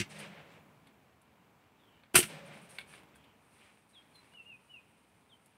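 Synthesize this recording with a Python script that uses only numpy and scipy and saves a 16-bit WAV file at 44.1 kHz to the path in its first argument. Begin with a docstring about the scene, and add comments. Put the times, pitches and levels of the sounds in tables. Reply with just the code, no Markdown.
"""A palm slaps a plastic plunger on a glass soda bottle, near the microphone on porch boards: once in vain,
then the stopper pops. Blows and small ticks are noise and taps ringing body modes; gas and foam are coloured
noise, the gas with a sinking whistle. After each slap the deck hums and a diffuse noisy tail swells in steps
and dies away. Behind lie falling whistles of a near and a far bird, rustling cloth and a steady outdoor hush.
"""
import sys
import numpy as np
from scipy import signal
from scipy.fft import rfft, irfft, next_fast_len
from scipy.io import wavfile
from scipy.ndimage import uniform_filter1d, map_coordinates

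SR = 44100
rng = np.random.default_rng(int(sys.argv[2]) if len(sys.argv) > 2 else 0)


def generate_wav(sig):
    """Save sig (samples, or channels by samples) to the path in sys.argv[1] as 16-bit PCM at SR."""
    pcm = np.round(np.clip(np.atleast_2d(sig).T, -1, 1) * 32767).astype(np.int16)
    wavfile.write(sys.argv[1], SR, pcm)


N = 245725


def amp(db):
    """Gain of a level in dB."""
    return 10 ** (np.asarray(db) / 20)


def unit(x):
    """x at rms 1."""
    return x / np.sqrt(np.mean(x ** 2) + 1e-20)


def along(points, hz):
    """Values of (frequency [Hz], value) points, read on a log frequency axis."""
    f, v = np.transpose(points)
    return np.interp(np.log(hz + 1), np.log(f + 1), v)


def curve(rows):
    """One value per sample through (time [s], value) points."""
    s, values = np.transpose(rows)
    return np.interp(np.arange(N) / SR, s, values)


def wobble(rate):
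    """A smooth random curve, rate knots a second."""
    knots = rng.standard_normal(int(N * rate / SR) + 4)
    return map_coordinates(knots, [np.arange(N) * rate / SR])


def swells(rows):
    """Sum of bell-shaped gains from (middle [s], level [dB], half length [s]) rows."""
    t = np.arange(N) / SR
    return sum(amp(db) * np.exp(-((t - s) / half) ** 2) for s, db, half in rows)


def filtered(x, response):
    """x times a complex response of frequency."""
    m = next_fast_len(len(x) + SR // 2)
    return irfft(rfft(x, m) * response(np.fft.rfftfreq(m, 1 / SR)), m)[:len(x)]


def modes(table):
    """Causal response of (frequency [Hz], width [Hz], level [dB]) resonances with alternating signs."""
    def response(f):
        total = 0
        for k, (centre, width, db) in enumerate(table):
            resonance = 1j * f * width / (centre * centre - f * f + 1j * f * width)
            total = total + (-1) ** k * amp(db) * resonance
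        return total
    return response


def rush(spectrum, spiky_db=0):
    """Coloured noise of rms 1; spiky sample sizes make it crackle."""
    size_curve = uniform_filter1d(rng.standard_normal(N), size=24) * np.sqrt(24)
    grains = rng.standard_normal(N) * amp(spiky_db * size_curve)
    return unit(filtered(grains, lambda hz: amp(along(spectrum, hz))))


def add(track, s, sound):
    """Mixes a sound into the track at a time in seconds."""
    part = track[max(round(s * SR), 0):][:len(sound)]
    part += sound[:len(part)]


def tail(t60s, seconds):
    """Diffuse noise of energy 1; each frequency dies at its own speed."""
    hz, t, z = signal.stft(rng.standard_normal(int(seconds * SR)), SR, nperseg=256)
    fade = amp(-60 * t / along(t60s, hz)[:, None])
    h = signal.istft(z * fade, SR, nperseg=256)[1]
    return h / np.linalg.norm(h)


def struck(table, hz, reach_db, clean, size):
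    """A body rung by a clean tap and by chatter; the place of contact favours the modes near hz."""
    # a mode loses reach_db for each octave between it and hz
    response = modes([(c, w, db - reach_db * abs(np.log2(c / hz))) for c, w, db in table])
    chatter = unit(filtered(rng.standard_normal(size), response))
    ring = filtered(np.arange(size) == 0, response)
    return chatter + clean * ring / np.abs(ring).max()


# palm blows and the knocks that follow them:
# (time [s], crack level [dB], favoured crack pitch [Hz], thud level [dB], favoured thud pitch [Hz])
BLOW_EVENTS = [(0.0, -28.5, 3480, -32, 190), (0.011, -30, 2480, -38.5, 80), (2.144, -30, 2600, -26, 338),
               (2.152, -22, 2300, -37, 345), (2.155, -12.5, 1520, -29.5, 650),
               (2.157, -19.5, 5700, -42, 245), (2.1632, -18, 2400, -31, 130),
               (2.177, -25.5, 2600, -37, 130), (2.188, -34.5, 2804, -26.5, 320.3),
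               (2.202, -29, 2980, -44, 249), (2.228, -31, 2504, -45, 150), (2.235, -34.5, 2106, -44, 150),
               (2.253, -45, 2500, -56, 150)]
# plastic and glass under the palm: (frequency [Hz], width [Hz], relative level [dB])
PLUNGER_MODES = [(670, 240, -11.5), (1464, 300, 1), (2107, 180, 1), (2400, 220, 3.5), (2700, 690, 2),
                 (3900, 1600, -3.5), (4761, 300, 1), (5740, 630, -3), (9100, 2200, -2)]
# porch boards under the bottle: (frequency [Hz], width [Hz], relative level [dB])
BOARD_MODES = [(74.9, 28, -13), (130, 26, 1), (230, 40, -5), (334, 34, 4), (400, 40, -6.5), (650, 89, -14)]
CRACK_T60_S, THUD_T60_S = 0.051, .085


def blows():
    """Each blow rattles the plunger and shakes the boards for a moment."""
    out, t = np.zeros(N), np.arange(SR // 4) / SR
    crack_fade = amp(-60 * t / CRACK_T60_S) * (1 - np.exp(-t / 0.0012))
    thud_fade = amp(-60 * t / THUD_T60_S) * (1 - np.exp(-t / 0.00084))
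    for s, crack_db, crack_hz, thud_db, thud_hz in BLOW_EVENTS:
        plunger = struck(PLUNGER_MODES, crack_hz, reach_db=7.0, clean=3.3, size=len(t))
        boards = struck(BOARD_MODES, thud_hz, reach_db=13.0, clean=2.4, size=len(t))
        add(out, s, amp(crack_db) * crack_fade * plunger + amp(thud_db) * thud_fade * boards)
    return out


# gas flow past the stopper, a seep until it pops: (time [s], hiss level [dB])
JET_FLOW = [(2.138, -61.5), (2.144, -39.5), (2.153, -42), (2.156, -15.5), (2.167, -23.5), (2.19, -25),
            (2.222, -40.5), (2.28, -57.5), (2.4, -80)]
# colour of the gas hiss: (frequency [Hz], relative level [dB per Hz])
GAS_COLOUR = [(1760, -37), (3000, -4), (3330, -14), (6220, -14), (6810, -15.5), (8580, 0), (10700, -6),
              (11600, -7.5), (16000, -20)]
POP_S, WHISTLE_HZ, SINK_HZ_PER_S, LOWEST_HZ = 2.156, 9600, 25000, 8200
WHISTLE_DB = -1.5  # over the hiss
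STALL_DB, STALL_SLOPE = -38, 2.2  # under this hiss level the whistle dies, by so many further dB per dB


def jet():
    """Broad gas hiss with a whistle band that sinks as the pressure falls."""
    t, hiss_db = np.arange(N) / SR, curve(JET_FLOW)
    whistle_db = hiss_db + WHISTLE_DB - STALL_SLOPE * np.maximum(STALL_DB - hiss_db, 0)
    centre_hz = np.clip(WHISTLE_HZ - SINK_HZ_PER_S * (t - POP_S), LOWEST_HZ, WHISTLE_HZ)
    # slow noise times a sine makes a narrow band around the sine
    band = unit(filtered(rng.standard_normal(N), lambda hz: np.exp(-(hz / 500) ** 2)))
    whistle = band * np.sin(2 * np.pi * np.cumsum(centre_hz) / SR)
    leaking = (t > JET_FLOW[0][0]) & (t < JET_FLOW[-1][0])
    return leaking * (amp(hiss_db) * rush(GAS_COLOUR, spiky_db=2.5) + amp(whistle_db) * whistle)


# colour of the fizz at the microphone, strongest around 8 to 10 kHz:
# (frequency [Hz], relative level [dB per Hz])
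FIZZ_COLOUR = [(2350, -30), (4000, -9), (5310, -9.5), (6980, -12), (7700, -14), (8300, 1), (9300, 0.5),
               (11000, -7), (12000, -15.5), (15000, -21.5), (16000, -30)]
# the foam wells up: (middle [s], level [dB], half length [s])
FOAM_SURGES = [(2.94, -65.5, 0.055), (3.6, -79, .11), (4.3, -87, 0.091)]
# short bright bursts of hiss, three after the first slap, the others after the pop:
# (time [s], level [dB], held for [s])
HISS_BURSTS = [(.09, -70, .08), (0.186, -55, 0.02), (.515, -84, 0.035), (2.453, -67.5, 0.03),
               (2.531, -67.5, 0.026), (2.572, -66, 0.0049), (2.612, -70, 0.043), (2.69, -59.5, 0.024),
               (2.73, -65, 0.035), (2.791, -65.5, 0.017), (2.872, -71, 0.03), (3.15, -73.5, 0.018),
               (3.89, -76, 0.0081), (4.14, -80, 0.019)]
FIZZ_FROM_S, FIZZ_RISE_S, FIZZ_DB = 3.28, 0.16, -80  # the foam settles into a steady fizz
BURST_T60_S = 0.14


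def foam():
    """Crackling noise for the foam's steady fizz and its surges, and for short bright bursts of hiss."""
    steady = amp(FIZZ_DB) * np.clip((np.arange(N) / SR - FIZZ_FROM_S) / FIZZ_RISE_S, 0, 1)
    level, t = steady + swells(FOAM_SURGES), np.arange(SR // 3) / SR
    for s, db, held in HISS_BURSTS:
        fade = amp(-60 * np.maximum(t - held, 0) / BURST_T60_S)
        add(level, s, amp(db) * fade * (1 - np.exp(-t / 0.0018)))
    flicker = amp(1.3 * wobble(20) + 1.0 * wobble(90))
    return level * flicker * rush(FIZZ_COLOUR, spiky_db=1.0)


# small ticks of plunger, glass and foam, levels before the fade:
# (time [s], body level [dB], favoured pitch [Hz], treble edge level [dB])
TICK_EVENTS = [(0.87, -66, 3520, -75), (1.216, -80, 3000, -74), (2.035, -64, 1786, -88),
               (2.785, -41.5, 2300, -59), (2.812, -55.5, 2400, -82), (2.937, -55, 1550, -88),
               (3.033, -65.5, 1365, -79), (3.157, -66, 1480, -70.5), (3.241, -66.5, 2600, -82),
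               (4.021, -71, 2930, -91), (4.155, -69.5, 3130, -72), (4.335, -68.5, 1590, -82),
               (5.459, -80, 3990, -68.5)]
# loose plastic on glass: (frequency [Hz], width [Hz], relative level [dB])
LOOSE_MODES = [(706.5, 170, 0.5), (1070, 87, -4), (1549, 150, -4), (2220, 73, 2.5), (2600, 200, -6.5),
               (3480, 370, -1), (4400, 654, -5.5)]
TICK_T60_S = 0.06


def ticks():
    """A short clack of loose plastic with a bright edge."""
    out, t = np.zeros(N), np.arange(SR // 8) / SR
    rise = 1 - np.exp(-t / .001)
    fade = (amp(-60 * t / TICK_T60_S) + 2.3 * amp(-60 * t / .025)) * rise  # a faster fade on top
    treble = modes([(9600, 4000, 0)])
    for s, body_db, hz, edge_db in TICK_EVENTS:
        edge = unit(filtered(rng.standard_normal(len(t)), lambda f: treble(f) ** 2))
        body = struck(LOOSE_MODES, hz, reach_db=9.5, clean=2.9, size=len(t))
        clack = filtered(fade * body, lambda f: 1 / (1 + 1j * f / 8000) ** 3)  # dulls the treble
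        add(out, s, amp(body_db) * clack + amp(edge_db) * fade * edge)
    return out


# the frame's hum after each slap: (start [s], level [dB], swell [s])
DECK_HUMS = [(.06, -51.5, 0.17), (2.245, -50.5, 0.132)]
# slow modes of the deck frame: (frequency [Hz], width [Hz], relative level [dB])
DECK_MODES = [(150, 9.9, 4.5), (207, 9.4, -1.5), (557, 17, -14)]
HUM_T60_S = 1.51


def deck():
    """Noise through narrow frame modes: an uneven hum for a second after each slap."""
    frame = modes(DECK_MODES)
    hum = filtered(rng.standard_normal(N), lambda f: frame(f) * (f / (f + 200)) ** 2)
    gain, t = np.zeros(N), np.arange(SR) / SR
    for s, db, swell in DECK_HUMS:
        fade = amp(-60 * np.maximum(t - swell, 0) / HUM_T60_S)
        add(gain, s, amp(db) * fade * np.minimum(t / swell, 1) ** 0.25)
    return gain * unit(hum)


# the diffuse tail after each slap: (start [s], level [dB], brightness [dB per octave])
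TAIL_EVENTS = [(.09, -48, 2), (2.27, -50, 0.5)]
# colour of the tail: (frequency [Hz], t60 before the steps' own fade [s], level before the brightness [dB])
TAIL_COLOUR = [(80, 2.3, -18), (162, 1.4, 1), (298, 1.67, -2.5), (564, 2.13, 1), (1110, 1.84, -7),
               (2400, 1.33, -2), (4400, 0.82, -11.5), (7250, 0.48, -18), (8500, 0.53, -11.5),
               (10750, 0.22, -20), (12300, 0.19, -40), (16000, 0.14, -36)]
# steps in which the tail swells: (delay after its start [s], relative level [dB])
TAIL_STEPS = [(0, -1.5), (.05, -10), (.1, -15.5), (.21, -7), (.3, -6.5), (0.429, -8.5)]


def late_tail():
    """After each slap a diffuse noisy tail swells in steps and dies away, the treble soonest."""
    out = np.zeros(N)
    t60s, colour = [row[:2] for row in TAIL_COLOUR], [row[::2] for row in TAIL_COLOUR]
    for s, db, bright_db in TAIL_EVENTS:
        tilt = lambda hz: amp(along(colour, hz) + bright_db * np.log2(hz / 1000 + 0.039))
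        noise = filtered(tail(t60s, 1.5), tilt)
        t, steps = np.arange(len(noise)) / SR, 0
        for delay, step_db in TAIL_STEPS:
            rise = np.clip((t - delay) / 0.028, 0, 1)
            steps = steps + amp(step_db) * rise * np.exp(-np.abs(t - delay) / 0.24)
        add(out, s, amp(db) * steps * noise / np.std(noise[:SR // 5]))
    return out * amp(1.5 * wobble(34.99) + 2.1 * wobble(12))  # the tail flutters


SWELL = 0.97  # a note swells and fades as a sine arch to this power


def whistles(notes):
    """Pure tones whose pitch falls towards the bottom one, some after a short rise."""
    out = np.zeros(N)
    for s, length, db, top_hz, bottom_hz, crest, fall in notes:
        t = np.arange(int(length * SR)) / SR
        hz = bottom_hz + (top_hz - bottom_hz) * np.exp(-((t - crest) / fall) ** 2)
        arch = np.abs(np.sin(np.pi * t / length)) ** SWELL
        add(out, s, amp(db) * arch * np.sin(2 * np.pi * np.cumsum(hz) / SR))
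    return out


# whistles of the near bird, levels before the throb: (start [s], length [s], level [dB],
# top [Hz], bottom [Hz], top reached after [s], fall time [s])
NEAR_NOTES = [(3.93, 0.096, -56.5, 4000, 3238, 0.0025, 0.024), (4.13, .075, -60.5, 4410, 4074, 0, .02),
              (4.315, .14, -53.5, 2940, 2680, .035, .03), (4.44, .14, -52.5, 2852, 2434, .04, .048),
              (4.68, .13, -53, 2964, 2376, .028, .062), (5.29, 0.066, -60.5, 3740, 3004, 0.00032, 0.032)]
# a farther bird, same columns, levels before the breakup; a negative "reached after" begins mid-fall
FAR_BIRD_NOTES = [(1.76, .3, -68, 4200, 2817, -.1, .19), (3.09, 0.29, -71, 4110, 2960, -.1, .17)]


def bird():
    """The near bird throbs; close branches blur it, trees echo both birds, distance breaks up the far one."""
    near = whistles(NEAR_NOTES) * amp(2.38 * wobble(70))
    far = whistles(FAR_BIRD_NOTES) * wobble(450)
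    blur = amp(-4.5) * signal.fftconvolve(near, tail([(3000, 0.13)], .2))[:N]
    scattered = (near + far) * wobble(500)
    trees = amp(-13.5) * signal.fftconvolve(scattered, tail([(3000, 1.0)], 0.72))[:N]
    return near + far + blur + trees


# hands and cloth moving: (middle [s], level [dB], half length [s])
RUSTLE_MOVES = [(.235, -50.5, 0.043), (.53, -63.5, 0.053), (.88, -74, .03), (2.0, -89, .15),
                (2.53, -59, 0.078), (2.75, -66, 0.14), (2.96, -60, 0.054), (3.2, -77, .15),
                (3.64, -65.5, 0.086), (3.99, -75, .06), (4.25, -72.5, .1)]
# colour of the cloth: (frequency [Hz], relative level [dB per Hz])
CLOTH_COLOUR = [(180, -35), (300, -3), (395, 0.5), (588, -4), (1940, -1.5), (2360, 3.5), (6780, -22),
                (8000, -15.5), (10400, -37.5), (17600, -120)]
# colour of the outdoor hush: (frequency [Hz], relative level [dB per Hz])
HUSH_COLOUR = [(15, -72), (25, -42.5), (70, -6), (205, -4), (275, -6), (380, -12.5), (435, -8),
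               (498, -12.5), (977, -10.5), (1120, -13.5), (2580, -24.5), (4670, -33.5), (9160, -34),
               (15700, -34.5)]
# loudness of the hush: (time [s], level [dB])
HUSH_LEVEL = [(0, -60.5), (1, -66), (2, -66.5), (3, -63), (3.6, -67.5), (4.4, -67.5), (5.57, -69)]
CLOTH_DB = -75  # small movements all the time


def surroundings():
    """Coloured noise for moving cloth and for the steady outdoor hush."""
    movement = (amp(CLOTH_DB) + swells(RUSTLE_MOVES)) * amp(0.56 * wobble(15))
    cloth = movement * rush(CLOTH_COLOUR, spiky_db=3.5)
    hush = amp(curve(HUSH_LEVEL) + 0.7 * wobble(5.8)) * rush(HUSH_COLOUR)
    return cloth + hush


# reverberation of the porch: (frequency [Hz], t60 [s])
PORCH_T60 = [(200, 0.14), (2000, 0.18), (10000, .12)]


def scene():
    """Blows, jet and ticks ring in the porch; the other layers are added without it."""
    near = blows() + jet() + ticks()
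    porch = amp(-9.5) * signal.fftconvolve(near, tail(PORCH_T60, .3))[:N]
    return (near + porch + foam() + deck() + late_tail() + bird() + surroundings())[None]


TOP_HZ = 15750  # middle of the microphone channel's 200 Hz wide upper edge


def record(dry):
    """The microphone channel cuts the deep bass and keeps nothing above its band limit."""
    bass_cut = lambda hz: (1j * hz / (1j * hz + 25)) ** 2
    band_limit = lambda hz: np.clip((TOP_HZ - hz) / 200 + .5, 0, 1)
    return filtered(dry[0], lambda hz: bass_cut(hz) * band_limit(hz))[None]


dry = scene()
out = record(dry)
generate_wav(out)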